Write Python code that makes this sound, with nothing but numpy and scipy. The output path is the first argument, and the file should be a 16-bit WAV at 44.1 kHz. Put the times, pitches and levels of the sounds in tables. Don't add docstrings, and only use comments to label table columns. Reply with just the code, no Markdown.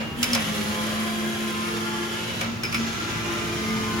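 import sys
import numpy as np
from scipy import signal
from scipy.fft import rfft, irfft, next_fast_len
from scipy.io import wavfile
from scipy.ndimage import map_coordinates

SR = 44100
rng = np.random.default_rng(int(sys.argv[2]) if len(sys.argv) > 2 else 0)


def inscribe(sig):
    pcm = np.round(np.clip(np.atleast_2d(sig).T, -1, 1) * 32767)
    wavfile.write(sys.argv[1], SR, pcm.astype(np.int16))


N = 176400

# frequency in Hz, left-right correlation (clipped to -1..1).
STEREO_LIKENESS = [(250, 0.73), (420, 0.44), (700, 0.32), (1500, -0.049), (6800, 0.28), (8600, -1.08),
                   (11000, 0.8), (13200, -1), (15500, 0.78)]
# frequency in Hz, relative level in dB.
WASH_TONE = [(40, -8), (120, 12), (600, 1.5), (1400, 3), (2800, -2), (7000, -22), (16000, -127)]

# time in seconds, pitch in Hz, level in dB.
HUM_PATH = [(0.02, 222, -31.5), (0.16, 229.8, -48), (0.2, 240, -28.5), (0.27, 242.1, -36.5),
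            (0.333, 239.2, -23), (0.429, 210.8, -33), (1.099, 217.8, -30), (1.899, 219, -33.5),
            (2.4, 223.3, -40.5), (2.491, 232, -27), (2.57, 231.8, -37), (2.71, 229.3, -39),
            (2.799, 229.2, -26), (3.031, 227, -41.5), (3.55, 219.2, -38), (3.73, 219.8, -29.5),
            (4.0, 220.2, -33.5)]
# pitch multiple, early level in dB, late level in dB, end of the swell in seconds.
HUM_OCTAVES = [(0.5, -50.5, -41.5, 2.27), (2, -53.5, -40.5, 3.59)]
# time in seconds, level in dB.
RUMBLE_FADER = [(0.3, -37.5), (2.15, -45), (2.35, -37.5), (4.0, -35)]
RUMBLE_TONE = [(25, -43), (48, -4.5), (80, -1.5), (110, 1), (140, -1.5), (250, -3.5), (400, -7), (800, -33)]

# time in seconds, strike rate in Hz.
NEEDLE_RATE = [(0.3, 160), (0.5, 167), (0.8, 171.8), (1.2, 172.7), (2.1, 173.3), (2.4, 179), (2.9, 164.5),
               (3.4, 172.6), (4.0, 173.7)]
CLATTER_FADER = [(0.0, -41.5), (0.15, -46), (0.24, -31.5), (0.3, -29.5), (0.38, -29.5), (1.3, -33),
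                 (2.4, -32), (2.6, -40.5), (2.8, -31.5), (4.0, -31.5)]
CLATTER_TONE = [(150, -69), (330, 0.5), (480, -2.5), (900, -6), (1400, 0.5), (2300, -2), (3300, -3.5),
                (4300, -7), (6500, -8.5), (16000, -41)]
HISS_FADER = [(0.0, -59), (0.12, -78), (0.19, -37.5), (0.3, -36), (0.4, -35.5), (1.5, -38.5), (2.42, -41.5),
              (2.6, -75), (2.7, -45), (4.0, -41.5)]
HISS_TONE = [(2400, -1.5), (3300, 14.5), (4400, -19), (7500, 2.5), (11500, 2), (16000, -9.5)]

# multiple of the needle rate, then a level in dB for each of the four moments.
BUZZ_PARTIALS = [(1, -40, -53, -41, -43), (2, -45, -36.5, -36.5, -41), (3, -48, -45, -59, -70),
                 (4, -48.5, -40.5, -66, -57), (5, -44.5, -60, -42.5, -55.5), (7, -45.5, -49, -59, -43),
                 (8, -46, -43, -46, -46), (10, -51, -59, -46, -56), (12, -52, -46, -51, -44)]
BUZZ_MOMENTS = [0.75, 1.152, 1.95, 3.72]
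BUZZ_FADER = [(0.25, -7.5), (0.8, -1), (2.15, -2.5), (2.55, -10.5), (3.1, -1.5), (3.75, 1.5)]
SIXTH_PARTIAL_FADER = [(0.45, -54.5), (0.75, -37.5), (0.95, -38.5), (1.12, -45.5), (1.7, -38.5),
                       (1.95, -47), (2.6, -67), (3.3, -45)]
SQUEAL_FADER = [(0.12, -37.5), (0.3, -69)]

# start in seconds, level in dB.
KNOCK_HITS = [(0.004, -29.5), (0.351, -24), (2.411, -27.5)]
KNOCK_TONE = [(250, -23), (550, 10.5), (800, 7.5), (2500, 4.5), (15000, -28)]
# start in seconds, crack in dB, cam box clank in dB, switch ring in dB.
SWITCH_HITS = [(0.2283, -15, -23.5, -32), (0.2303, -14, -30, -22), (0.2406, -17, -45, -48),
               (0.3318, -16.5, -34, -19), (0.342, -27, -48, -37), (0.3487, -13, -39, -49),
               (2.411, -23, -29, -42), (2.6335, -24.5, -25.5, -25), (2.651, -36, -32, -27.5),
               (2.725, -25, -28, -32), (2.744, -23.5, -22, -26)]
CRACK_TONE = [(1000, -46), (2300, 5.5), (6500, 5.5), (15000, -4.5)]
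CLANK_TONE = [(900, -13), (1400, 3), (1800, -11), (2350, 7), (3200, -6.5), (5000, -21)]
# frequency in Hz, dB added to the ring, time to fall 60 dB in seconds.
SWITCH_MODES = [(5090, -5, 0.2), (5190, -2.5, 0.072)]

TIME = np.arange(N) / SR
SIDES = np.array([[1], [-1]])
LEFT_LEAD_S = 0.0004105


def amp(db):
    return 10 ** (np.asarray(db) / 20)


def unit(x):
    return x / np.sqrt(np.mean(x ** 2) + 1e-20)


def along(points, hz):
    freqs, values = np.transpose(points)
    return np.interp(np.log(hz + 1), np.log(freqs + 1), values)


def curve(rows):
    return np.interp(TIME, *np.transpose(rows))


def wobble(rate):
    return map_coordinates(rng.standard_normal(2048), [TIME * rate + 2], mode="wrap")


def cycles(hz):
    return 2 * np.pi * np.cumsum(hz) / SR


def filtered(x, response):
    size = next_fast_len(N + SR // 4)
    return irfft(rfft(x, size) * response(np.fft.rfftfreq(size, 1 / SR)), size)[..., :N]


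def diffuse(pair, tone):
    def mid_side_gains(hz):
        width = np.arccos(np.clip(along(STEREO_LIKENESS, hz), -1, 1)) / 2
        return amp(along(tone, hz)) * np.array([np.cos(width), np.sin(width)])
    mid, side = filtered(pair, mid_side_gains)
    return unit(np.array([mid + side, mid - side]))


def noise(tone):
    return diffuse(rng.standard_normal((2, N)), tone)


def blow(start, db, t60, attack_s=0.00063):
    age = np.maximum(TIME - start, 0)
    return (1 - np.exp(-age / attack_s)) * amp(db - 60 * np.minimum(age / t60, 2))


def bursts(hits, tone, t60):
    return np.sqrt(sum(blow(start, db, t60) ** 2 for start, db in hits)) * noise(tone)


def distant_machines(level_db=-38):
    return amp(level_db) * noise(WASH_TONE)


def drive_hum(lead_rad=0.28, throb_at_s=0.602, throb_span_s=0.17, throb_hz=9.9, throb_db=5.5):
    times, hz, db = np.transpose(HUM_PATH)
    phase = cycles(curve(np.c_[times, hz]) + wobble(17))
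    t = TIME - throb_at_s
    throb = throb_db * np.exp(-(t / throb_span_s) ** 2) * np.cos(2 * np.pi * throb_hz * t)
    hum = amp(curve(np.c_[times, db]) + throb + wobble(16)) * np.sin(phase + lead_rad * SIDES)
    for multiple, early_db, late_db, swell_end in HUM_OCTAVES:
        swell_db = curve([(swell_end - .5, early_db), (swell_end, late_db)])
        hum += amp(swell_db + 1.75 * wobble(6.92)) * np.sin(multiple * phase + wobble(10))
    return np.sqrt(2) * hum


def frame_rumble():
    return amp(curve(RUMBLE_FADER)) * noise(RUMBLE_TONE)


def steel_clicks(tone, noise_mix, direct_share, clicks_per_s=2600, spread_db=2, ripple_db=5.5):
    rate = clicks_per_s * (1 + 0.11 * np.cos(2 * cycles(curve(NEEDLE_RATE))))
    shape = (3, N)
    hits = (rng.random(shape) < rate / SR) * np.sign(rng.standard_normal(shape))
    hits *= amp(spread_db * rng.standard_normal(shape))
    rush = unit(hits) + noise_mix * rng.standard_normal(shape)
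    hz, times, spectrum = signal.stft(rush, SR, nperseg=2048)
    grid = np.meshgrid(hz / 45, times * 3, indexing="ij")
    resonances = map_coordinates(rng.standard_normal((512, 32)), grid, mode="wrap")
    bed_db = ripple_db * resonances / np.hypot(1, hz / 3500)[:, None]
    bed = signal.istft(spectrum * amp(bed_db))[1][:, :N]
    direct = filtered(bed[2], lambda f: amp(along(tone, f)) * np.exp(1j * np.pi * f * LEFT_LEAD_S * SIDES))
    return np.sqrt(direct_share) * unit(direct) + np.sqrt(1 - direct_share) * diffuse(bed[:2], tone)


def needles():
    flutter_db = .5 * wobble(32.3) + 0.47 * wobble(90)
    clatter = steel_clicks(CLATTER_TONE, noise_mix=1.0, direct_share=0.19)
    hiss = steel_clicks(HISS_TONE, noise_mix=0.44, direct_share=0.0077)
    return amp(curve(CLATTER_FADER) + flutter_db) * clatter + amp(curve(HISS_FADER) + flutter_db) * hiss


def needle_partial(multiple, level_db, waver_db=3.0, smear_rad=0.047, lead_rad=0.053):
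    phase = multiple * (cycles(curve(NEEDLE_RATE)) + smear_rad * wobble(30)) + rng.uniform(0, 2 * np.pi)
    lead = min(multiple * lead_rad, .6) * (1 + wobble(2.9))
    return np.sqrt(2) * amp(level_db + waver_db * wobble(10)) * np.sin(phase + lead * SIDES)


def cam_buzz():
    return sum(needle_partial(multiple, curve(np.c_[BUZZ_MOMENTS, levels]) + curve(BUZZ_FADER))
               for multiple, *levels in BUZZ_PARTIALS)


def sixth_partial():
    return needle_partial(multiple=6, level_db=curve(SIXTH_PARTIAL_FADER))


def squeal(pitch_hz=2830, waver_hz=20):
    pair = np.array([np.sin(cycles(pitch_hz + waver_hz * wobble(72))) for side in range(2)])
    return amp(curve(SQUEAL_FADER)) * pair


def frame_knocks():
    return bursts(KNOCK_HITS, KNOCK_TONE, t60=0.31)


def switch_clacks(ring_width_hz=20):
    starts, crack_db, clank_db, ring_db = np.transpose(SWITCH_HITS)
    ring = np.zeros((2, N))
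    t = TIME + LEFT_LEAD_S / 2 * SIDES
    for hz, mode_db, t60 in SWITCH_MODES:
        drift = np.cumsum(rng.standard_normal(N)) * np.sqrt(2 * np.pi * ring_width_hz / SR)
        envelope = np.sqrt(sum(blow(at, db + mode_db, t60) ** 2 for at, db in zip(starts, ring_db)))
        ring += envelope * np.sin(2 * np.pi * hz * t + drift)
    crack = bursts(zip(starts, crack_db), CRACK_TONE, t60=0.027)
    clank = bursts(zip(starts, clank_db), CLANK_TONE, t60=0.16)
    return crack + clank + np.sqrt(2) * ring


def room_echo(x, t60=0.093, level_db=-8.5):
    t = np.arange(SR // 2) / SR
    tail = rng.standard_normal((2, len(t))) * amp(-60 * t / t60)
    return amp(level_db) * signal.fftconvolve(x, tail / np.linalg.norm(tail[0]), axes=1)[:, :N]


def scene():
    impacts = switch_clacks() + frame_knocks()
    running = needles() + cam_buzz() + sixth_partial() + drive_hum() + frame_rumble()
    return running + impacts + room_echo(impacts) + squeal() + distant_machines()


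def record(dry):
    return filtered(dry, lambda hz: hz < 15900)


dry = scene()
out = record(dry)
inscribe(out)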